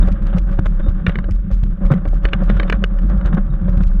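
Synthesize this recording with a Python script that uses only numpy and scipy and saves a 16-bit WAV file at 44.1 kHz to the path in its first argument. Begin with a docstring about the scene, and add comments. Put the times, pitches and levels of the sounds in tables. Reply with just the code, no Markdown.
"""A cased camera's mount sways and drones as it rides over rough gravel just behind a walking horse.
Jolts thump through it with a gritty crackle; heavier bumps leave it ringing. Stones grind under the
carrier and steps crunch. Hard parts clack against the carrier and ring the case as it passes hanging
foam poles and ropes, then a bumpy stretch. Wind and road rumble below; faint squeaks and a whine above."""
import sys
import numpy as np
from scipy.fft import rfft, irfft, next_fast_len
from scipy.io import wavfile
from scipy.ndimage import uniform_filter1d, minimum_filter1d, map_coordinates

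SR = 44100
rng = np.random.default_rng(int(sys.argv[2]) if len(sys.argv) > 2 else 0)


def put_to_file(sound):
    """Save the sound as 16-bit audio at rate SR, in the file named by the first command-line argument."""
    columns = np.atleast_2d(sound).T  # one column per channel
    safe = np.clip(columns, -1, 1)
    whole_steps = np.round(safe * 32767)
    wavfile.write(sys.argv[1], SR, whole_steps.astype(np.int16))


N = 176400

# mount jolts: time_s, level_db, pitch_hz, crackle_db
MOUNT_JOLTS = [(0.076, -4.5, 48.5, -49), (0.119, -9.5, 68.7, -49), (0.375, -9, 54.2, -53.5),
               (0.515, -13.5, 137, -61), (0.594, -4.5, 86, -69), (0.661, -10, 58, -51),
               (0.888, -3.5, 56.4, -49.5), (1.082, -4, 80.4, -49.5), (1.311, -5.5, 61.5, -49),
               (1.349, -33, 44.3, -57.5), (1.516, -10.5, 58.3, -54), (1.535, -9.5, 49.4, -49),
               (1.633, -5.5, 80.6, -49.5), (1.856, -9, 51, -50), (1.923, -11.5, 113.3, -50.5),
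               (2.079, -9, 59, -53), (2.244, -11.5, 51.4, -65.5), (2.345, -12, 89.4, -63),
               (2.436, -12.5, 88, -50), (2.497, -12.5, 79.5, -66), (2.567, -10.5, 66, -65),
               (2.701, -17, 71.4, -86), (3.18, -12.5, 70.5, -65.5), (3.261, -6.5, 48.4, -47.5),
               (3.347, -17, 120.5, -52), (3.633, -12, 78, -85), (3.695, -6, 84, -56),
               (3.774, -7.5, 87, -54.5), (3.828, -7, 58.6, -50.5), (3.871, -6, 45.8, -52.5)]
# gravel spectrum: freq_hz, density_db
GRAVEL_SPECTRUM = [(120, -28), (320, 10.5), (400, -2), (480, -2.5), (555, 14.5), (620, -1), (690, -3.5),
                   (770, 1.5), (880, -7), (1150, 0.5), (1600, -2), (1950, -13), (2600, -20), (3650, -21.5),
                   (4150, -38), (7000, -52), (11000, -66), (15000, -65.5)]
# crackle spectrum: freq_hz, density_db
CRACKLE_SPECTRUM = [(500, 0.5), (2000, 15.5), (4000, 7), (6500, -0.5), (9000, -8), (11500, -10),
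                    (13000, -19.5), (15000, -40.5)]
CRACKLE_GAIN_DB = 7.5


def amp(db):
    """Decibels to gain."""
    return 10 ** (np.asarray(db) / 20)


def unit(x):
    """Scale to rms 1."""
    return x / np.sqrt(np.mean(x ** 2) + 1e-20)


def unit_blow(x):
    """Scale to the energy of 5 ms at rms 1."""
    return x / np.sqrt(np.sum(x ** 2) / (.005 * SR))


def curve(rows):
    """Per-sample values from (time_s, value) rows."""
    return np.interp(np.arange(N) / SR, *np.transpose(rows))


def wobble(rate_hz):
    """Smooth random curve, rate_hz knots a second."""
    return map_coordinates(rng.standard_normal(4096), [np.arange(N) * rate_hz / SR], mode="wrap")


def arch(start_s, length_s):
    """Rounded envelope, peak 1."""
    progress = np.clip((np.arange(N) / SR - start_s) / length_s, 0, 1)
    return np.sqrt(np.abs(np.sin(np.pi * progress)))


def tone(hz):
    """Sine of per-sample pitch, rms 1."""
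    return unit(np.sin(2 * np.pi * np.cumsum(hz) / SR))


def filtered(x, response):
    """Apply a frequency response."""
    size = next_fast_len(len(x) + SR // 10)
    return irfft(rfft(x, size) * response(np.fft.rfftfreq(size, 1 / SR)), size)[:len(x)]


def coloured(x, spectrum):
    """Filter by (freq_hz, density_db) rows on a log axis; rms 1."""
    freq_hz, density_db = np.transpose(spectrum)
    return unit(filtered(x, lambda hz: amp(np.interp(np.log(hz + 1), np.log(freq_hz + 1), density_db))))


def grit(spectrum, spiky=0.6, size=N):
    """Tiny contacts of log-normal strength, 32 samples each; coloured, rms 1."""
    log_strength = spiky * np.clip(rng.standard_normal(size // 32 + 1), -1.8, 1.8)
    strength = np.repeat(np.exp(log_strength), 32)[:size]
    return coloured(rng.standard_normal(size) * strength, spectrum)


def sway():
    """The mount shakes at its lowest, wandering frequency; hard jolts interrupt the swing."""
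    # time_s, level_db
    levels = [(0.0, -1.5), (0.07, -17.5), (0.14, -10.5), (0.17, -33), (0.22, -14), (0.99, -14.5),
              (1.05, -31), (1.1, -20), (1.14, -24), (1.38, -12.5), (1.49, -26.5), (1.53, -12), (1.73, -17),
              (1.79, -30.5), (1.85, -7.5), (1.88, -12.5), (1.92, -31), (2.1, -12.5), (2.16, -10),
              (2.21, -24), (2.25, -7), (2.32, -25.5), (2.44, -9.5), (2.75, -16.5), (3.19, -11.5),
              (3.22, -28), (3.25, -13.5), (3.5, -17.5), (3.9, -11), (4.0, -12.5)]
    stall_s, full_stall_db = 0.013, 12.5
    t = np.arange(N) / SR
    swing = amp(curve(levels) + 0.5) * tone(hz=37.65 + 4.59 * wobble(15))
    for time_s, level_db, pitch_hz, _ in MOUNT_JOLTS:
        depth = min(amp(level_db - full_stall_db), 1)
        swing *= 1 - depth * np.exp(-((t - time_s - .25 / pitch_hz) / stall_s) ** 2)
    return swing


def rumble():
    """Wind and road: uneven low noise."""
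    # freq_hz, density_db
    spectrum = [(10, 4), (24, 9.5), (45, 12.5), (65, 1.5), (110, -7), (180, -34.5), (260, -53.5),
                (400, -71.5)]
    return amp(-24) * grit(spectrum, spiky=0.7)


def fizz(shaking):
    """Tiny ticks and faint hiss, strongest at the turning points of the shaking."""
    # freq_hz, density_db
    hiss_spectrum = [(1000, 1.5), (5000, 8.5), (8000, -1.5), (11000, -10.5), (12500, -20), (15500, -29)]
    ticks_per_s = 890
    strain = np.minimum(unit(shaking) ** 2, 3)
    ticks = (rng.random(N) < ticks_per_s / SR) * (2 * rng.random(N) - 1)
    crackle = coloured(ticks * (.1 + strain), CRACKLE_SPECTRUM)
    hiss = (1 + 0.6 * strain) * grit(hiss_spectrum, spiky=0)
    return amp(-64) * crackle + amp(-87.5) * hiss


def drone():
    """Rough ground keeps the mount's resonances ringing."""
    # time_s, level_db
    levels = [(0.0, -29.5), (0.39, -33.5), (0.99, -28.5), (1.32, -33.5), (1.56, -34.5), (1.86, -33.5),
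              (2.28, -30), (2.51, -28), (2.65, -23), (2.91, -32.5), (3.07, -26.5), (3.24, -29),
              (3.48, -30.5), (3.6, -29.5), (4.0, -32.5)]
    # mount resonances: centre_hz, width_hz, level_db
    modes = [(187, 23.6, 7.5), (148, 88.6, -4), (305, 57, -14.5), (87.5, 32.4, -9)]
    gain_db, flutter_db, lowpass_hz = 4, 6, 600

    def response(hz):
        body = 0
        for k, (centre_hz, width_hz, level_db) in enumerate(modes):
            damping = 1j * hz * width_hz
            body += (-1) ** k * amp(level_db) * damping / (centre_hz ** 2 - hz ** 2 + damping)
        return body / (1 + (hz / lowpass_hz) ** 4)

    ring = filtered(rng.standard_normal(N), response)
    running_rms = np.sqrt(np.abs(uniform_filter1d(ring ** 2, size=2000)) + 1e-12)
    return amp(curve(levels) + gain_db + flutter_db * np.tanh(wobble(25))) * ring / running_rms


def rolling():
    """Small stones grind under the carrier, brighter on loose ground."""
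    # time_s, level_db, treble_db
    ground = [(0.0, -35.5, -4.5), (0.12, -41.5, -1), (0.3, -39, 2.5), (0.39, -45.5, -7), (0.42, -46, -9.5),
              (0.49, -40.5, -2.5), (0.54, -40.5, 2), (0.7, -46, 0), (0.8, -45, -2.5), (1.16, -42.5, 4),
              (1.3, -47, -10), (1.44, -53.5, 7), (1.58, -52.5, 0), (1.74, -48, 1.5), (1.96, -41, 0),
              (2.1, -43, -6), (2.19, -44, -3), (2.3, -41.5, 4.5), (2.46, -38, -4.5), (2.54, -38, 5),
              (2.63, -46.5, 6), (2.87, -43.5, -2), (3.06, -43.5, -3), (3.28, -35.5, -8.5),
              (3.45, -46, -4.5), (3.68, -38, -2.5), (3.82, -40.5, -10), (4.0, -47.5, -15)]
    gain_db, flutter_db, shelf_hz = 1.5, 3.5, 1870
    level_db, treble_db = (curve(np.array(ground)[:, [0, k]]) for k in (1, 2))
    stones = grit(GRAVEL_SPECTRUM, spiky=0.43)
    treble = filtered(stones, lambda hz: 1 - 1 / (1 + (hz / shelf_hz) ** 8))
    envelope = amp(level_db + gain_db + flutter_db * np.tanh(wobble(45)))
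    return envelope * (stones + (amp(treble_db) - 1) * treble)


def whine():
    """Very quiet, wavering high tone."""
    # time_s, level_db
    levels = [(0, -77), (0.12, -84), (.35, -80.5), (0.45, -83), (.6, -83), (0.9, -86), (1.5, -89.5),
              (1.74, -91), (1.83, -78), (2.0, -90), (2.3, -92.5), (2.4, -78), (2.9, -89), (3.21, -80),
              (3.25, -105)]
    return amp(curve(levels) + wobble(8)) * tone(hz=10645 + 22 * wobble(120))


def booms():
    """Heavier bumps leave the mount ringing briefly."""
    # start_s, level_db, pitch_hz, t60_s
    bumps = [(0.018, -10.5, 185, 0.31), (0.107, -12, 207, 0.099), (0.343, -4, 175.5, 0.18),
             (0.504, -11.5, 179, 0.079), (0.846, -8.5, 179.5, 0.072), (1.041, -14, 218, 0.077),
             (1.076, -9.5, 161.4, 0.13), (1.464, -20.5, 188, 0.39), (1.192, -16, 193, 0.11),
             (1.81, -13, 188.7, 0.28), (1.907, 5, 141.3, 0.1), (1.913, -8, 236, 0.096),
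             (1.942, -7.5, 182.1, 0.24), (2.351, -9, 183, 0.098), (2.41, -7.5, 176, 0.13),
             (2.493, -12, 200.3, 0.23), (2.623, -29, 195, 0.18), (2.735, -1, 170.5, 0.062),
             (3.104, -16, 205, 0.16), (3.336, 0, 167, 0.078), (3.369, -6.5, 197.4, 0.15),
             (3.492, -13, 138.8, 0.26), (3.653, -19, 182, 0.56), (3.8, -8, 184.7, 0.16)]
    rise_s = 0.0063
    out, t = np.zeros(N), np.arange(SR // 4) / SR
    rise = 1 - np.exp(-(t / rise_s) ** 2)
    for start_s, level_db, pitch_hz, t60_s in bumps:
        add(out, start_s, amp(level_db - 60 * t / t60_s) * rise * np.sin(2 * np.pi * pitch_hz * t))
    return out


def crunches():
    """Stones give way under load: quick rise, short grainy fall."""
    # start_s, level_db, fall_s, tilt_db_per_oct
    slips = [(0.023, -31.5, 0.024, 0.5), (0.074, -25, 0.019, -1.5), (0.269, -40.5, 0.012, 4.5),
             (0.328, -32, 0.029, -0.5), (0.362, -29.5, 0.022, -4.5), (0.581, -40, 0.0079, 4),
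             (0.587, -17.5, 0.0062, -1), (.657, -22.5, 0.0091, 1.5), (0.795, -29.5, 0.016, -0.5),
             (0.86, -29, 0.029, -5), (1.066, -30.5, 0.042, 2), (1.118, -39, 0.0048, 4),
             (1.284, -25.5, 0.011, -5.5), (1.503, -33, 0.021, -2.5), (1.635, -29, 0.0034, 4),
             (1.807, -33, 0.076, -4.5), (1.901, -19.5, 0.019, -4.5), (1.916, -19.5, 0.012, 1),
             (1.977, -33.5, 0.0029, 3), (2.052, -26.5, 0.014, -9), (2.13, -30.5, 0.014, -8),
             (2.244, -29, 0.018, 0.5), (2.327, -29.5, 0.023, 2), (2.417, -24.5, 0.013, -5.5),
             (2.491, -29, 0.016, 6.5), (2.566, -29.5, 0.016, 4.5), (2.59, -32, 0.091, -2),
             (2.674, -34.5, 0.016, 5.5), (2.724, -29.5, 0.032, -0.5), (2.82, -29, 0.01, -2),
             (3.096, -31, 0.035, -2), (3.247, -32.5, 0.036, 1.5), (3.327, -28.5, 0.02, 0.5),
             (3.368, -22, 0.019, -3), (3.535, -36.5, 0.0087, -0.5), (3.679, -28, 0.014, -1.5),
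             (3.804, -30.5, 0.011, 1)]
    rise_s = 0.0016
    out, t = np.zeros(N), np.arange(SR // 5) / SR
    for start_s, level_db, fall_s, tilt_db_per_oct in slips:
        stones = grit(GRAVEL_SPECTRUM, spiky=0.52, size=len(t))
        stones = filtered(stones, lambda hz: amp(tilt_db_per_oct * np.log2(hz.clip(400, 4000) / 1000)))
        envelope = (1 - np.exp(-t / rise_s)) / (1 + (t / fall_s) ** 4)
        envelope_rms = np.sqrt(np.mean(envelope ** 2))
        add(out, start_s, amp(level_db) * envelope_rms * unit(envelope * stones))
    return out


def squeaks():
    """Faint, thin tones with rough pitch."""
    # start_s, length_s, pitch_hz, level_db
    events = [(0.028, 0.0059, 3650, -39.5), (0.823, 0.076, 3650, -56), (3.502, 0.011, 3750, -58.5),
              (3.531, 0.012, 3650, -60)]
    out = np.zeros(N)
    for start_s, length_s, pitch_hz, level_db in events:
        out += amp(level_db) * arch(start_s, length_s) * tone(pitch_hz + 47 * wobble(500))
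    return out


def fine_grit():
    """Short, dense clusters of tiny bright contacts."""
    # start_s, length_s, level_db
    clusters = [(0.05, 0.048, -59), (0.215, 0.03, -59), (0.265, 0.013, -55.5), (0.361, 0.039, -53.5),
                (0.518, 0.025, -57.5), (0.594, 0.0051, -40.5), (0.813, 0.0093, -55), (1.517, 0.041, -64),
                (1.904, 0.042, -54), (2.123, 0.03, -58.5), (2.23, 0.036, -62), (2.437, 0.027, -56),
                (2.506, 0.037, -62.5), (2.562, 0.014, -60.5), (3.094, 0.012, -62), (3.854, 0.023, -65.5),
                (3.91, 0.0051, -55)]
    envelope = np.zeros(N)
    for start_s, length_s, level_db in clusters:
        envelope += amp(level_db + CRACKLE_GAIN_DB) * arch(start_s, length_s)
    flicker = amp(14 * np.tanh(wobble(220)))
    return envelope * unit(flicker * grit(CRACKLE_SPECTRUM))


def jolts():
    """Each jolt pushes the mount, which swings back; both turning points crackle."""
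    lead_s, crackle_s, rise_cycles, decay_cycles = .015, 0.0019, 0.2, 0.32
    thumps, crackle_envelope = np.zeros(N), np.zeros(N)
    t = np.arange(SR // 10) / SR - lead_s
    for time_s, level_db, pitch_hz, crackle_db in MOUNT_JOLTS:
        cycles = t * pitch_hz
        rise = np.exp(-(cycles / rise_cycles) ** 2)
        fall = np.exp(-cycles / decay_cycles * np.tanh(2 * cycles))
        swing = np.where(t < 0, rise, fall) * np.cos(2 * np.pi * cycles)
        add(thumps, time_s - lead_s, -amp(level_db) * swing)
        push = np.exp(-(t / crackle_s) ** 2)
        rebound = 0.98 * np.exp(-((t - .5 / pitch_hz) / crackle_s) ** 2)
        add(crackle_envelope, time_s - lead_s, amp(crackle_db + CRACKLE_GAIN_DB) * (push + rebound))
    return thumps + crackle_envelope * grit(CRACKLE_SPECTRUM)


def case_ring(t, pitch_hz):
    """Three chattering contacts excite the damped case modes, favouring those near pitch_hz."""
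    # case modes: mode_hz, level_db, t60_s
    modes = [(1030, -1, 0.02), (1200, 5.5, 0.014), (1532, -0.5, 0.023), (1789, 3.5, 0.015),
             (2100, -10.5, 0.0046), (2218, -1, 0.019), (2506, -14, 0.0047), (2680, -17, 0.0045),
             (2930, 2, 0.02), (3400, -13.5, 0.012), (3610, -1.5, 0.02), (4240, -4, 0.021),
             (5250, -13, 0.012), (6040, -15, 0.016)]
    chatter_s, bounce_db, focus_db_per_oct, detune = 0.001334, -12, 10, 0.035
    mode_hz, level_db, t60_s = np.transpose(modes)[:, :, None]
    focus_db = -focus_db_per_oct * np.abs(np.log2(mode_hz / pitch_hz))
    signs = (-1) ** np.arange(len(modes))[:, None]
    ring = np.zeros(len(t))
    for bounce in range(3):
        level_jitter, pitch_jitter, time_jitter = rng.standard_normal((3, len(modes), 1))
        delay_s = chatter_s * bounce * (0.701 + 0.74 * rng.random()) + .0004 * np.abs(time_jitter)
        age_s = np.maximum(t - delay_s, 0)
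        strike_db = level_db + focus_db + bounce_db * bounce + 2 * level_jitter
        partials = signs * np.sin(2 * np.pi * mode_hz * (1 + detune * pitch_jitter) * age_s)
        ring += np.sum(amp(strike_db - 60 * age_s / t60_s) * partials, axis=0)
    return ring


def clacks():
    """Hard parts hit and chatter: case ring, hollow knock, crack and dense rattle."""
    # start_s, level_db, pitch_hz, knock_db, crack_db, rise_s
    hits = [(1.0652, -13.5, 1800, -7, -33, 0.00088), (1.094, -21.5, 2000, -1, -23, 0.00052),
            (1.1549, -23.5, 1700, -1.5, -27.5, 0.0015), (1.1869, -23, 1355, -6, -16.5, 0.00052),
            (1.2406, -34.5, 1560, 1, -29, 0.0026), (1.937, -29.5, 1510, 11, -26, 0.00072),
            (2.053, -34.5, 1950, 9.5, -15, 0.00045), (2.252, -17, 1820, -2, -13, 0.0012),
            (2.2873, -35.5, 2080, -14, -17.5, 0.00062), (2.332, -14.5, 2120, -5, -10.5, 0.002),
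            (2.499, -23, 1730, 6.5, -17, 0.00036), (2.5977, -14.5, 1540, -6, -23.5, 0.00099),
            (2.63, -24.5, 1680, -3, -18, 0.0016), (2.6975, -17.5, 2080, -0.5, 1, 0.0018),
            (2.724, -12.5, 1520, -7, -11.5, 0.0019), (2.839, -20, 2850, 2, 3.5, 0.0015),
            (2.9861, -42, 1900, -21, 5, 0.0017), (3.2117, -35.5, 1590, -1, -17, 0.00062)]
    # freq_hz, density_db
    crack_spectrum = [(300, 6.5), (850, -0.5), (1500, 17), (3100, -5), (4000, -44), (4350, -15),
                      (4700, -8.5), (5300, -8), (5850, -21.5), (6400, -10.5), (7500, -26.5), (9000, -27),
                      (12000, -24), (15000, -51.5)]
    gain_db, ring_db, rattle_db = -3, -1.5, -4
    knock_t60_s, crack_t60_s, rattle_t60_s, rattle_width_oct = 0.012, 0.02, 0.018, 0.55
    out, t = np.zeros(N), np.arange(SR // 10) / SR
    for start_s, level_db, pitch_hz, knock_db, crack_db, rise_s in hits:
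        def rattle_band(hz):
            octaves = np.log2((hz + 1) / pitch_hz)
            return np.exp(-(octaves / rattle_width_oct) ** 2) / (1 + (hz / 3500) ** 12)

        ring = case_ring(t, pitch_hz)
        knock_hz = 468 * (1 + 0.15 * rng.standard_normal())
        knock = amp(-60 * t / knock_t60_s) * np.sin(2 * np.pi * knock_hz * t)
        crack = amp(-60 * t / crack_t60_s) * grit(crack_spectrum, size=len(t))
        rattle = amp(-60 * t / rattle_t60_s) * filtered(rng.standard_normal(len(t)), rattle_band)
        rise = 1 - np.exp(-(t / rise_s) ** 2)
        parts = [(ring_db, ring), (rattle_db, rattle), (knock_db, knock), (crack_db, crack)]
        clack = sum(amp(part_db) * unit_blow(rise * part) for part_db, part in parts)
        add(out, start_s, amp(level_db + gain_db) * clack)
    return out


def add(out, start_s, sound):
    """Mix a sound in at start_s."""
    i = max(round(start_s * SR), 0)
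    out[i:i + len(sound)] += sound[:max(len(out) - i, 0)]


def scene():
    """One microphone inside the case; outdoors, no echo."""
    shaking = sway() + rumble()
    ride = shaking + fizz(shaking) + drone() + rolling()
    impacts = jolts() + booms() + crunches() + fine_grit() + clacks()
    return (ride + impacts + whine() + squeaks())[None]


def record(dry):
    """Camera: bass cut, peak limiter, band limit."""
    highpass_hz, ceiling, top_hz = 10, .86, 15800
    x = filtered(dry[0], lambda hz: hz ** 2 / (hz ** 2 + highpass_hz ** 2))
    needed_gain = np.minimum(1, ceiling / (np.abs(x) + 1e-9))
    held_gain = minimum_filter1d(needed_gain, size=401)
    smooth_gain = uniform_filter1d(uniform_filter1d(held_gain, size=201), size=201)
    return filtered(x * smooth_gain, lambda hz: hz < top_hz)[None]


dry = scene()
out = record(dry)
put_to_file(out)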